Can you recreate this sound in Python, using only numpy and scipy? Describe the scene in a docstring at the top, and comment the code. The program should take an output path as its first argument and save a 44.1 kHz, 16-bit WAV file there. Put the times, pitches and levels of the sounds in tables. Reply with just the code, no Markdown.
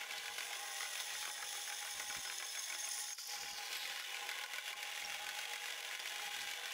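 """A belt-driven drill press: its loose pulley knocks and its motor ticks once a turn, as random draws
ringing through modal filters, and the knocks throb as the two shafts drift in and out of step.
The guard rattles and the housing drones and sings; noise and rough tones make the bit hiss, squeak and scrape
in a steel bar. The machine then rattles on under little load, and the bar is set down with a chink.
Near walls answer with short decaying noise echoes; low-pitched noise puffs brush one close microphone."""
import sys
import numpy as np
from scipy import signal
from scipy.fft import rfft, irfft, next_fast_len
from scipy.io import wavfile
from scipy.ndimage import uniform_filter1d, map_coordinates

SR = 44100
rng = np.random.default_rng(int(sys.argv[2]) if len(sys.argv) > 2 else 0)


def generate_wav(signal):
    """Clip the signal to [-1, 1] and save it as 16-bit WAV at the path in sys.argv[1]."""
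    frames = np.transpose(np.atleast_2d(signal))
    scaled = np.clip(frames, -1, 1) * 32767
    pcm = np.round(scaled).astype(np.int16)
    wavfile.write(sys.argv[1], SR, pcm)


N = 296793

# shaft speeds, sagging under the cut: (time [s], pulley speed [turns/s], motor speed [turns/s])
SPEED = [(0, 40.47, 49.27), (0.7, 40.18, 46.87), (1.5, 40.17, 47.03), (2.3, 40.04, 46.84),
         (2.9, 39.6, 47.08), (3.3, 39.58, 48.1), (3.8, 41.01, 48.1), (4.4, 40.93, 48.14),
         (5.2, 41.0, 48.22), (6, 40.97, 48.14), (6.73, 41.09, 48.24)]
# pressure of the feed on the bit: (time [s], load [0-1])
FEED = [(0, 0.5), (.4, 0.24), (1.5, 0.85), (3.5, 0.48), (3.9, 0.1)]
# how hard the machine shakes, with a brief sharp lull near 3.2 s: (time [s], level [dB])
SHAKE = [(0, -45.5), (.45, -48), (1.5, -50.5), (2.3, -51), (2.75, -51.5), (3, -54.5), (3.125, -57),
         (3.142, -71), (3.27, -60), (3.29, -49), (3.55, -50), (3.73, -47), (6.73, -46.5)]
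# moments when the machine runs quieter or louder:
# (centre [s], length [s], clatter change [dB], drone change [dB])
SWINGS = [(0.292, 0.28, -4.5, -1), (.53, 0.14, 0, 2), (0.657, 0.11, -4, 2), (1.32, 0.027, -13, -2),
          (2.55, 0.3, -3, -2), (3.197, 0.12, 2, -9), (3.503, .08, -1.5, -2), (3.792, 0.023, -3.5, -2),
          (4.021, 0.062, -0.5, -7.5), (4.248, 0.074, 0, 2.5), (4.47, 0.051, -5, -4.5),
          (4.611, 0.049, -4, -8), (4.744, 0.026, -10, -13), (5.585, 0.043, -3.5, -4.5),
          (5.827, 0.026, -2.5, -4), (5.977, 0.024, -5.5, -10), (6.218, 0.078, 1, 3), (6.299, 0.009, -5, -6),
          (6.61, 0.054, -2, 1)]
# the knocks that stand out: (time [s], nominal peak [dB])
KNOCKS = [(0.0325, -33), (0.109, -30), (0.2568, -31), (0.281, -31), (0.382, -29.5), (0.406, -29),
          (0.429, -32), (0.4529, -35), (0.5307, -30.5), (0.8054, -31), (0.8285, -32), (0.8514, -32),
          (0.954, -31), (1.0017, -30.5), (1.1027, -35.5), (1.1513, -34), (1.2266, -32.5), (1.2526, -31),
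          (1.277, -30.5), (1.2984, -32.5), (1.404, -37), (1.4257, -30), (1.5509, -34.5), (1.6752, -33),
          (1.6995, -33), (1.723, -30.5), (1.8257, -33), (1.8492, -33.5), (1.9983, -29.5), (2.0984, -32),
          (2.1243, -36), (2.149, -31.5), (2.2502, -32.5), (2.2749, -36), (2.2987, -29.5), (2.3217, -35),
          (2.3999, -32.5), (2.4247, -31), (2.55, -33), (2.5725, -32), (2.7004, -33), (2.7239, -29.5),
          (2.748, -30), (2.8435, -36), (2.8743, -34), (3.1825, -37.5), (3.4311, -32), (3.7285, -32.5),
          (3.8541, -32), (3.898, -33.5), (3.9598, -31), (3.9972, -31), (4.144, -29.5), (4.1676, -34),
          (4.29, -28), (4.3134, -31), (4.3866, -31), (4.4126, -33.5), (4.4368, -29), (4.461, -36),
          (4.5341, -30), (4.558, -32.5), (4.583, -29), (4.6787, -32), (4.7047, -37), (4.7293, -32),
          (4.8282, -29), (4.851, -43), (4.9492, -35.5), (5.1444, -32), (5.2661, -30.5), (5.2898, -28.5),
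          (5.3878, -29.5), (5.4128, -34), (5.4535, -34), (5.5343, -31), (5.5585, -32.5), (5.657, -32.5),
          (5.8266, -40), (5.911, -32), (5.9497, -31.5), (5.974, -38.5), (5.9981, -32), (6.0571, -30.5),
          (6.095, -35), (6.1584, -31), (6.364, -31.5), (6.4721, -33.5), (6.6563, -31.5)]
# resonances of one knock's clack: (frequency [Hz], width [Hz], level [dB])
CLACK_MODES = [(1546, 206, -2), (2230, 270, 4), (3230, 600, -9)]
# dense weaker modes between those of the clack: (frequency [Hz], level [dB])
CLACK_BED = [(100, -42), (600, -16), (1200, -26), (4500, -8.5), (6500, -12), (8500, -20), (10300, -15),
             (15500, -19)]
# resonances of the pulley cover: (frequency [Hz], width [Hz], level [dB])
COVER_MODES = [(836, 25, -1), (1050, 29, 4.5), (1240, 44, -5.5), (1475, 56, 6), (1650, 110, -5),
               (2020, 140, -6.5), (2310, 140, -3), (3400, 240, -11)]
# dense weaker modes of the cover: (frequency [Hz], level [dB])
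COVER_BED = [(100, -54), (500, -20.5), (1500, -41), (4500, -6), (6500, -15), (8500, -15), (10300, -25),
             (15500, -28)]
# resonances of the thin guard: (frequency [Hz], width [Hz], level [dB])
GUARD_MODES = [(1480, 60, -34), (1650, 64, -0.5), (1787, 17, -4.5), (1984, 56, 3.5), (2233, 150, 0),
               (2350, 110, -2), (2560, 97, -14), (2850, 180, 1.5), (3340, 140, 1.5), (3530, 150, -2.5),
               (6100, 190, -6.5), (7950, 54, -6.5)]
# dense weaker modes of the guard: (frequency [Hz], level [dB])
GUARD_BED = [(100, -54), (500, -22.5), (1200, -22), (1600, -5), (2500, -3.5), (3500, -5.5), (4200, -10),
             (5500, -9), (6900, -9.5), (8500, -17), (10300, -12), (11500, -19.5), (15500, -17)]
# resonances of the head casting: (frequency [Hz], width [Hz], level [dB])
HOUSING_MODES = [(376.5, 5.6, -10), (480, 35, -11), (605, 33, -7.5), (680, 74, -8.5), (789, 16, .5),
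                 (828, 21, 3), (870, 7, -25), (1022, 30, -3), (1069, 40, -2), (1205, 34, -9.5),
                 (1320, 29, -17), (1510, 66, -4.5)]
# dense weaker modes of the head casting: (frequency [Hz], level [dB])
HOUSING_BED = [(40, -50), (150, -33), (255, -40), (400, -16.5), (700, -21.5), (920, -37), (1300, -21),
               (2200, -10.5), (5000, -59)]
# the motor's whine: (multiple of motor speed [-], level against the drone [dB])
WHINE = [(10, -16), (13, -24), (17, -5), (22, -26)]
# resonances of the bit on the bar: (frequency [Hz], width [Hz], level [dB])
BIT_MODES = [(1910, 71, 2), (3486, 370, 1), (4490, 84, -6), (5183, 146, 2), (6400, 160, -1), (6430, 160, 1),
             (7190, 210, -4.5), (7890, 140, -5), (9346, 102, 1.5), (9740, 330, -4), (10270, 290, -11.5),
             (12260, 210, -8), (14900, 510, -28)]
# dense weaker modes of the bit: (frequency [Hz], level [dB])
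BIT_BED = [(300, -58), (1500, -54), (3500, -8), (4200, -36), (5600, -3), (7300, -13), (8600, -60),
           (10500, -3), (11300, -28), (15500, -10)]
# spectrum of the bright tearing sizzle: (frequency [Hz], level [dB])
TEAR = [(3500, -50), (5000, -5), (6900, 3), (8500, -15), (9400, 2), (10600, -3), (11400, -20), (15500, -10)]
# bit resonances that squeal: (frequency [Hz], nominal level [dB])
SQUEAL = [(5175, -59), (6470, -56.5)]
# steel rubbing on steel: the tip skims, the flutes rub in the hole, the bit skims the bar:
# (start [s], rise [s], end [s], release [s], level [dB])
SCRAPES = [(.08, 0.032, 0.36, .02, -56), (2.6, 0.33, 4, .04, -55), (2.8, 0.2, 2.9, 0.0071, -50.5),
           (3.18, 0.0066, 3.45, 0.12, -51), (3.27, 0.07, 3.3, 0.17, -46.5), (3.56, 0.04, 3.84, 0.06, -54),
           (6, 0.2, 7.1, .3, -60)]
# spectrum of rubbing steel in a deep hole: (frequency [Hz], level [dB])
RUB = [(800, -38), (3400, -2.5), (4100, -9), (4650, 3.5), (5200, 8), (5700, 4), (6400, 3), (7100, 3),
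       (7800, -10.5), (10000, -6.5), (13400, -12), (15500, -9)]
# pitch of the rubbing against that in a deep hole: (time [s], ratio [-])
CLIMB = [(0, 0.6), (2.1, 0.96), (3.1, 1), (3.22, 0.98), (3.35, 0.97), (3.46, 0.99), (3.6, 0.88),
         (3.76, 0.75), (6.1, 0.62)]
# moments when the edge snatches at the steel: (centre [s], length [s], level [dB])
SNATCHES = [(0.127, 0.013, -48.5), (0.179, 0.017, -49), (0.387, 0.0064, -39), (0.842, 0.034, -50.5),
            (1.001, 0.012, -45), (1.175, 0.12, -51.5), (3.187, 0.0035, -48), (3.585, 0.011, -47),
            (3.731, .006, -42), (3.761, 0.019, -44), (6.421, 0.029, -47)]
# spectrum of a snatch: (frequency [Hz], level [dB])
SNATCH = [(500, -22.5), (1400, -16), (3200, -1), (5000, -2.5), (7000, -11.5), (15500, -21)]
# the loudest squeaks of chips and steel: (time [s], nominal peak [dB], mean pitch [Hz])
SQUEAKS = [(2.384, -33.5, 6400), (2.8887, -33.5, 9700), (2.9114, -38, 5000), (2.9405, -48, 6400),
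           (2.987, -36, 9500), (3.008, -36, 10400), (3.7687, -39, 12700)]
# decay of the near walls' answer: (frequency [Hz], t60 [s])
ROOM = [(200, 0.26), (2000, 0.063), (12000, 0.033)]
# puffs of air on the microphone: (centre [s], length [s], level [dB])
PUFFS = [(.19, 0.068, -80), (0.32, 0.04, -70), (1.453, 0.1, -79), (2.003, 0.088, -72), (2.1, 0.027, -63),
         (2.184, 0.037, -64), (2.282, .06, -78), (3.454, 0.13, -71.5), (3.853, 0.1, -77),
         (4.773, 0.074, -79.5), (5.083, 0.096, -71.5), (5.25, .13, -75), (6.38, 0.17, -71.5)]
# spectrum of the moving air: (frequency [Hz], level [dB])
AIR = [(15, -9), (45, 1.5), (100, -3), (200, 1), (350, -3.5), (800, -28), (3000, -91)]

KNOCK_DB, KNOCK_LOAD_DB = -1.5, 1.5  # ordinary knocks against the shaking; change at full load
THROB_DB, THROB_LOAD_DB = 2, 4.5  # swing of the knocks with the shafts' step; change at full load
PULL_TURNS = 0.027  # a leading motor brings the knock forward, a lagging one holds it back
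KNOCK_CREST_DB = 10  # peak of a knock over its level
CLACK_S, CLACK_SCATTER = 0.0011, 0.058  # time to the peak of the contact; spread of pitch (share)
COVER_DB, COVER_LOAD_DB = -10.5, 4.5  # cover chatter against the clack; change at full load
DULL_HZ, DULL_DB = 2760, 2  # under load the knock loses treble above this and gains weight
TICK_DB, TICK_LOAD_DB, TICK_SCATTER_DB = -2.5, -6, 4  # against the shaking; load change; unevenness
RATTLE_DB, RATTLE_LOAD_DB = 0.62, -3.3  # guard rattle against the shaking; change at full load
RATTLE_THROB = 0.2  # share of the knocks' swing in the rattle
DRONE_DB, DRONE_FOLLOWS = -56, 0.56  # nominal level at the hardest shaking; dB per dB of shaking
DRONE_THROB_DB = 4  # scale of the drone's swing with the shafts
WHINE_LOAD_DB = -5  # change at full load
SING_HZ, SING_DRIFT_TURNS = 830, 0.15  # the housing's singing tone; unsteadiness of its phase
SING_DB, SING_LOAD_DB, SING_WAVER_DB = -7.5, 4, 6.5  # against the drone; load change; unsteadiness

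BITE_S, ENTRY_S, ENTRY_DB = 0.12, 0.22, 14  # the tip touches, starting this much weaker until it sinks in
CUT_DB, THROUGH_S, CUT_RELEASE_S = -47, 3.133, 0.0033  # nominal full cut; the tip is through; release
THIN_S, THIN_LENGTH_S, THIN_DB = 3.24, 0.18, -8.5  # the last thin skin of steel rings the bit less
TRIM_DB, TRIM_END_S, TRIM_RELEASE_S = -56.5, 3.27, 0.062  # the edges go on trimming the hole's rim
TEAR_S, TEAR_LENGTH_S, TEAR_DB = 2.95, 0.2, -48  # centre, length and level of the tearing
BIT_WANDER = 0.00308  # share by which the bit's resonances shift as its grip in the hole changes
SQUEAL_SPURT_DB, SQUEAL_GROWS_DB_PER_S = 8, 7.5  # unevenness; growth until the tip is through
RUB_THROB_DB = -1.5  # the rubbing throbs once a motor turn
BURR_S = (2.78, 3.29)  # the burr catches once a motor turn between these times
BURR_HZ, BURR_DB, BURR_SCATTER_DB = (9600, 11700), (-50, -53), 5.5  # first and last; unevenness
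CHINK_S, CHINK_HZ, CHINK_DB, CHINK_T60_S = 5.047, 5530, -33.5, 0.042  # the bar is set down again
ROOM_DB, DRAUGHT_DB = -9.5, -94  # wall echoes against the direct sound; faint air between the puffs
TOP_HZ = 15700  # upper band limit


def shafts():
    """Phase is the integral of speed: turns of each shaft, and the cosine of their phase difference."""
    start_turns = [[.56], [.35]]
    pulley, motor = np.cumsum(curves(SPEED), axis=1) / SR + start_turns
    return pulley, motor, np.cos(2 * np.pi * (motor - pulley))


def drive(pulley, motor, in_step):
    """Beating of two shafts: knocks, ticks, rattle and drone share one shaking level and one load."""
    shake_db, = curves(SHAKE)
    load, = curves(FEED)
    clatter_db = shake_db + sum(db * bell(s, length) for s, length, db, _ in SWINGS)
    drone_db = DRONE_DB + DRONE_FOLLOWS * (shake_db - shake_db.max())
    drone_db = drone_db + sum(db * bell(s, length) for s, length, _, db in SWINGS)
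    # feed pressure gathers the knocks into clear groups; without it the guard rattles loosely
    throb_db = (THROB_DB + THROB_LOAD_DB * load) * np.tanh(2 * in_step + .5)
    knock_db = clatter_db + KNOCK_DB + KNOCK_LOAD_DB * load + throb_db
    knocks = dulled(pulley_knocks(pulley, motor, knock_db, load), load)
    ticks = guard_ticks(motor, clatter_db + TICK_DB + TICK_LOAD_DB * load)
    rattle = guard_rattle(motor, clatter_db + RATTLE_DB + RATTLE_LOAD_DB * load, throb_db)
    step_db = DRONE_THROB_DB * (-0.16 + 0.5 * load) * in_step
    drone = amp(drone_db + step_db) * (housing_drone(pulley, throb_db) + whine(motor, load))
    return knocks + ticks + rattle + drone


def pulley_knocks(pulley, motor, level_db, load):
    """Impact excitation: one clack a turn, some much harder, each followed by the cover's modal chatter."""
    hard_s, peak_db = np.transpose(KNOCKS)
    at = each_turn(pulley + PULL_TURNS * np.sin(2 * np.pi * (motor - pulley)))
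    # an ordinary knock gives way to a hard one within 12 ms
    at = at[np.abs(at[:, None] / SR - hard_s).min(axis=1) > .012]
    times = np.r_[hard_s, at / SR]
    db = np.r_[peak_db - KNOCK_CREST_DB, level_db[at] + rng.standard_normal(len(at))]
    settling = bursts(times, amp(db + COVER_DB), life=0.0067, chatter_db=-2,
                      chatter_life=0.0089, rise=0.0057)
    chatter = amp(COVER_LOAD_DB * load) * settling * rng.standard_normal(N)
    return clacks(times, db, response(CLACK_BED, CLACK_MODES)) + body(chatter, COVER_BED, COVER_MODES)


def dulled(x, load):
    """Damping by tension: the taut belt takes the treble from the knocks as the load rises."""
    low = signal.sosfiltfilt(signal.butter(2, DULL_HZ, fs=SR, output="sos"), x)
    share = np.clip(load, 0, 1)
    return (1 - share) * x + share * amp(DULL_DB) * low


def guard_ticks(motor, level_db):
    """Periodic impact on a thin plate: one uneven tick in every motor turn rings the guard."""
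    at = each_turn(motor)
    uneven_db = TICK_SCATTER_DB * np.minimum(rng.standard_normal(len(at)), 1.5)
    return clacks(at / SR, level_db[at] + uneven_db, response(GUARD_BED, GUARD_MODES))


def guard_rattle(motor, level_db, throb_db):
    """Modal response to loose contact: clumpy noise, stronger at each motor turn, rings the guard."""
    motor_hits = once_a_turn(motor, np.ones(N), scatter_db=1.2, life=.002, chatter_db=-7)
    looseness = amp(RATTLE_THROB * throb_db + 0.64 * wobble(17)) * np.hypot(0.16 * motor_hits, .85)
    rattle = amp(level_db) * looseness * grit(spread_db=1.77, rate=450)
    return body(rattle, GUARD_BED, GUARD_MODES)


def housing_drone(pulley, throb_db):
    """Forced vibration: noise swelling at each pulley knock drives the modes of the casting."""
    pulley_hits = once_a_turn(pulley, amp(throb_db), scatter_db=1, life=.003, chatter_db=-4.5)
    shudder = unit((1 + 0.33 * pulley_hits) * rng.standard_normal(N))
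    return body(shudder, HOUSING_BED, HOUSING_MODES)


def whine(motor, load):
    """Harmonics of rotation, weaker under load, beside a housing resonance that sings louder under it."""
    turns = motor + .009 * wobble(14)
    orders = np.zeros(N)
    for order, db in WHINE:
        tone = np.sin(2 * np.pi * (order * turns + rng.random()))
        orders += amp(db + 2.4 * wobble(12)) * tone
    sing_db = SING_DB + SING_LOAD_DB * load + SING_WAVER_DB * np.minimum(wobble(28), 1)
    sing_turns = SING_HZ * np.arange(N) / SR + SING_DRIFT_TURNS * wobble(22)
    return amp(WHINE_LOAD_DB * load) * orders + amp(sing_db) * np.sin(2 * np.pi * sing_turns)


def cutting(motor):
    """Brittle fracture: tiny chip breaks ring the bit's modes; trimming and a tearing sizzle join them."""
    sunk_s = np.maximum(np.arange(N) / SR - BITE_S, 0)
    cut_db = CUT_DB - ENTRY_DB * np.exp(-sunk_s / ENTRY_S) + THIN_DB * bell(THIN_S, THIN_LENGTH_S)
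    uneven_db = .8 * wobble(22)
    feed = amp(uneven_db + 1.16 * np.cos(2 * np.pi * motor))
    contact = stroke(BITE_S, .04, THROUGH_S, CUT_RELEASE_S)
    trim = amp(TRIM_DB) * stroke(THROUGH_S, 0.061, TRIM_END_S, TRIM_RELEASE_S)
    fractures = np.hypot(amp(cut_db) * contact, trim) * feed * grit(spread_db=2.0, rate=450)
    ringing = glide(body(fractures, BIT_BED, BIT_MODES), 1 + BIT_WANDER * wobble(25))
    tearing = amp(TEAR_DB) * bell(TEAR_S, TEAR_LENGTH_S) * contact * grit(spread_db=3.0, rate=400)
    return ringing + body(tearing, TEAR)


def squealing():
    """Stick-slip oscillation: the edge rings two bit resonances in spurts, growing as the hole deepens."""
    t = np.arange(N) / SR
    notes = np.zeros(N)
    for hz, db in SQUEAL:
        spurts = amp(db + SQUEAL_SPURT_DB * np.minimum(wobble(70), 2))
        notes += spurts * np.sin(2 * np.pi * (hz * t + 0.18 * wobble(130)))
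    growth = amp(SQUEAL_GROWS_DB_PER_S * np.minimum(t - THROUGH_S, 0))
    return growth * stroke(BITE_S, 0.33, THROUGH_S, CUT_RELEASE_S) * notes


def scraping(motor):
    """Friction noise: steel rubs on steel, its pitch following the CLIMB curve up and down again."""
    pitch, = curves(CLIMB)
    pressure = np.sqrt(sum((amp(db) * stroke(*timing)) ** 2 for *timing, db in SCRAPES))
    judder = amp(RUB_THROB_DB * np.cos(2 * np.pi * motor) + 1.8 * wobble(60))
    rubbing = glide(body(grit(spread_db=1.5, rate=250), RUB), pitch)
    return pressure * unit(judder * rubbing)


def snatching():
    """Abrupt release: the edge grabs and tears free in short harsh rasps of clumpy noise."""
    grabs = sum(amp(db) * bell(s, length) for s, length, db in SNATCHES)
    return body(grabs * grit(spread_db=7.0, rate=1100), SNATCH)


def squeaks(motor):
    """Stick-slip of chips and burr: each squeak is a few milliseconds of one frequency-modulated note."""
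    out, t = np.zeros(N + SR), np.arange(SR // 30) / SR
    rise = .0007  # s
    envelope = t / rise * np.exp(1 - t / rise)
    for s, db, hz in list(SQUEAKS) + burr(motor):
        roughness = unit(uniform_filter1d(rng.standard_normal(len(t)), size=16))
        pitch = hz * (1 + .05 * roughness)
        out[round(s * SR):][:len(t)] += amp(db) * envelope * np.sin(2 * np.pi * np.cumsum(pitch) / SR)
    return out[:N]


def burr(motor):
    """Periodic catching: squeak rows, one a motor turn, higher and on average fainter as the burr wears."""
    times = each_turn(motor) / SR
    times = times[(times > BURR_S[0]) & (times < BURR_S[1])]
    rows = []
    for s in times:
        db = np.interp(s, BURR_S, BURR_DB) + BURR_SCATTER_DB * rng.standard_normal()
        rows.append((s, db, np.interp(s, BURR_S, BURR_HZ)))
    return rows


def chink():
    """Damped free vibration: the steel bar rings briefly on one note, damped by the glove."""
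    t = np.maximum(np.arange(N) / SR - CHINK_S, 0)
    decay = amp(CHINK_DB - 60 * t / CHINK_T60_S) * (1 - np.exp(-t / 0.0016))
    return decay * np.sin(2 * np.pi * (CHINK_HZ * t + 0.16 * wobble(200)))


def room(x):
    """Reverberation: near walls answer, the treble dying first, in overlapping fresh noise tails."""
    hop = SR // 4
    padded, out = np.pad(x, (hop, 2 * hop)), np.zeros(N + 2 * SR)
    window = signal.windows.cosine(2 * hop)
    for start in range(0, N + hop, hop):
        # a fresh noise tail for each overlapping half second
        hz, t, z = signal.stft(rng.standard_normal(hop), SR, nperseg=256)
        decay = amp(-60 * t / along(ROOM, hz)[:, None])
        tail = signal.istft(z * decay, SR, nperseg=256)[1]
        echo = signal.fftconvolve(padded[start:start + 2 * hop] * window, tail / np.linalg.norm(tail))
        out[start + SR // 700:][:len(echo)] += echo
    return out[hop:hop + N]


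def air():
    """Turbulent pressure: soft low puffs of noise on the microphone, over a faint draught."""
    flow = amp(DRAUGHT_DB) + sum(amp(db) * bell(s, length) for s, length, db in PUFFS)
    return flow * body(grit(spread_db=3.5, rate=41), AIR)


def each_turn(turns):
    """Phase crossing: the samples at which a shaft completes a turn."""
    return np.flatnonzero(np.diff(np.floor(turns)))


def once_a_turn(turns, strength, scatter_db, life, chatter_db):
    """Periodic impact: envelope (rms 1) of a loose part that knocks once in every turn."""
    at = each_turn(turns)
    sizes = strength[at] * amp(scatter_db * rng.standard_normal(len(at)))
    return unit(bursts(at / SR, sizes, life, chatter_db, chatter_life=.008, rise=.0007))


def bursts(times, sizes, life, chatter_db, chatter_life, rise):
    """Energy decay in two stages: the envelope of a crack, then a chatter as the parts settle."""
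    t = np.arange(SR // 10) / SR
    hits = np.bincount(np.clip(times * SR, 0, N).astype(int), sizes ** 2, N + 1)
    decay = np.exp(-2 * t / life) + amp(chatter_db) ** 2 * np.exp(-2 * t / chatter_life)
    shape = decay * (1 - np.exp(-t / rise)) ** 2
    return np.sqrt(np.abs(signal.fftconvolve(hits, shape / shape.max())[:N]))


def clacks(times, level_db, ring, size=1024):
    """Impulsive contact: noisy pulses ring a body, each at its own pitch, levelled over about 4 ms."""
    out, n = np.zeros(N + SR), np.arange(size)
    u = n / SR / CLACK_S
    for s, db, draw in zip(times, level_db, rng.standard_normal((len(times), size + 1))):
        clack = signal.fftconvolve(u * np.exp(-u) * draw[1:], ring[:size])
        # reading it faster or slower shifts its pitch
        clack = np.interp(n * np.exp(CLACK_SCATTER * draw[0]), np.arange(len(clack)), clack)
        out[max(round(s * SR), 0):][:size] += amp(db) * clack / np.std(clack[:SR // 250])
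    return out[:N]


def response(bed, modes=(), size=8192):
    """Minimum phase: the causal ring of a body, of unit energy, its resonances on a broad bed."""
    hz = np.fft.rfftfreq(size, 1 / SR)
    power = amp(along(bed, hz)) ** 2
    for centre, width, db in modes:
        damping = (hz * width) ** 2
        power = power + amp(db) ** 2 * damping / ((centre ** 2 - hz ** 2) ** 2 + damping)
    # folding the cepstrum onto positive times makes the ring causal
    cepstrum = irfft(np.log(power) / 2)
    cepstrum[1:size // 2] *= 2
    cepstrum[size // 2 + 1:] = 0
    ring = irfft(np.exp(rfft(cepstrum)))
    return ring / np.linalg.norm(ring)


def body(x, bed, modes=()):
    """Linear filtering: x convolved with the ring of a body."""
    return signal.fftconvolve(x, response(bed, modes))[:N]


def glide(x, pitch):
    """Time warping: x with all its resonances moved by the ratio pitch."""
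    return map_coordinates(x, [np.cumsum(pitch)], mode="wrap")


def grit(spread_db, rate):
    """Amplitude modulation: noise of rms 1 that comes in tiny uneven clumps."""
    return unit(rng.standard_normal(N) * amp(spread_db * np.minimum(wobble(rate), 2)))


def wobble(rate):
    """Random modulation: a smooth curve, rate knots a second."""
    return map_coordinates(rng.standard_normal(int(N * rate / SR) + 4), [np.arange(N) * rate / SR])


def bell(centre, length):
    """Gaussian envelope: a hump of height 1, about length seconds wide."""
    return np.exp(-2 * ((np.arange(N) / SR - centre) / length) ** 2)


def stroke(start, rise, end, release):
    """Contact envelope: a linear rise, a hold until end and an exponential decay."""
    t = np.arange(N) / SR
    return np.clip((t - start) / rise, 0, 1) * np.exp(-np.maximum(t - end, 0) / release)


def curves(rows):
    """Linear interpolation: one value per sample for each column after the time."""
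    s, *cols = np.transpose(rows)
    return [np.interp(np.arange(N) / SR, s, c) for c in cols]


def along(points, hz):
    """Logarithmic frequency scale: (frequency [Hz], value) points joined on a log axis."""
    f, v = np.transpose(points)
    return np.interp(np.log(hz + 1), np.log(f + 1), v)


def amp(db):
    """Decibel law: decibels to gain."""
    return 10 ** (np.asarray(db) / 20)


def unit(x):
    """Power normalisation: x at rms 1."""
    return x / np.sqrt(np.mean(x ** 2) + 1e-20)


def scene():
    """Superposition: machine, cut, wall echoes and air at one microphone, the same in both channels."""
    pulley, motor, in_step = shafts()
    machine = drive(pulley, motor, in_step)
    cut = cutting(motor) + squealing() + scraping(motor) + snatching() + squeaks(motor)
    press = machine + cut + chink()
    mono = press + amp(ROOM_DB) * room(press) + air()
    return np.array([mono, mono])


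def record(dry):
    """Band limitation: nothing above TOP_HZ is kept."""
    size = next_fast_len(N + SR // 2)
    passband = np.fft.rfftfreq(size, 1 / SR) < TOP_HZ
    return irfft(rfft(dry, size) * passband, size)[:, :N]


dry = scene()
out = record(dry)
generate_wav(out)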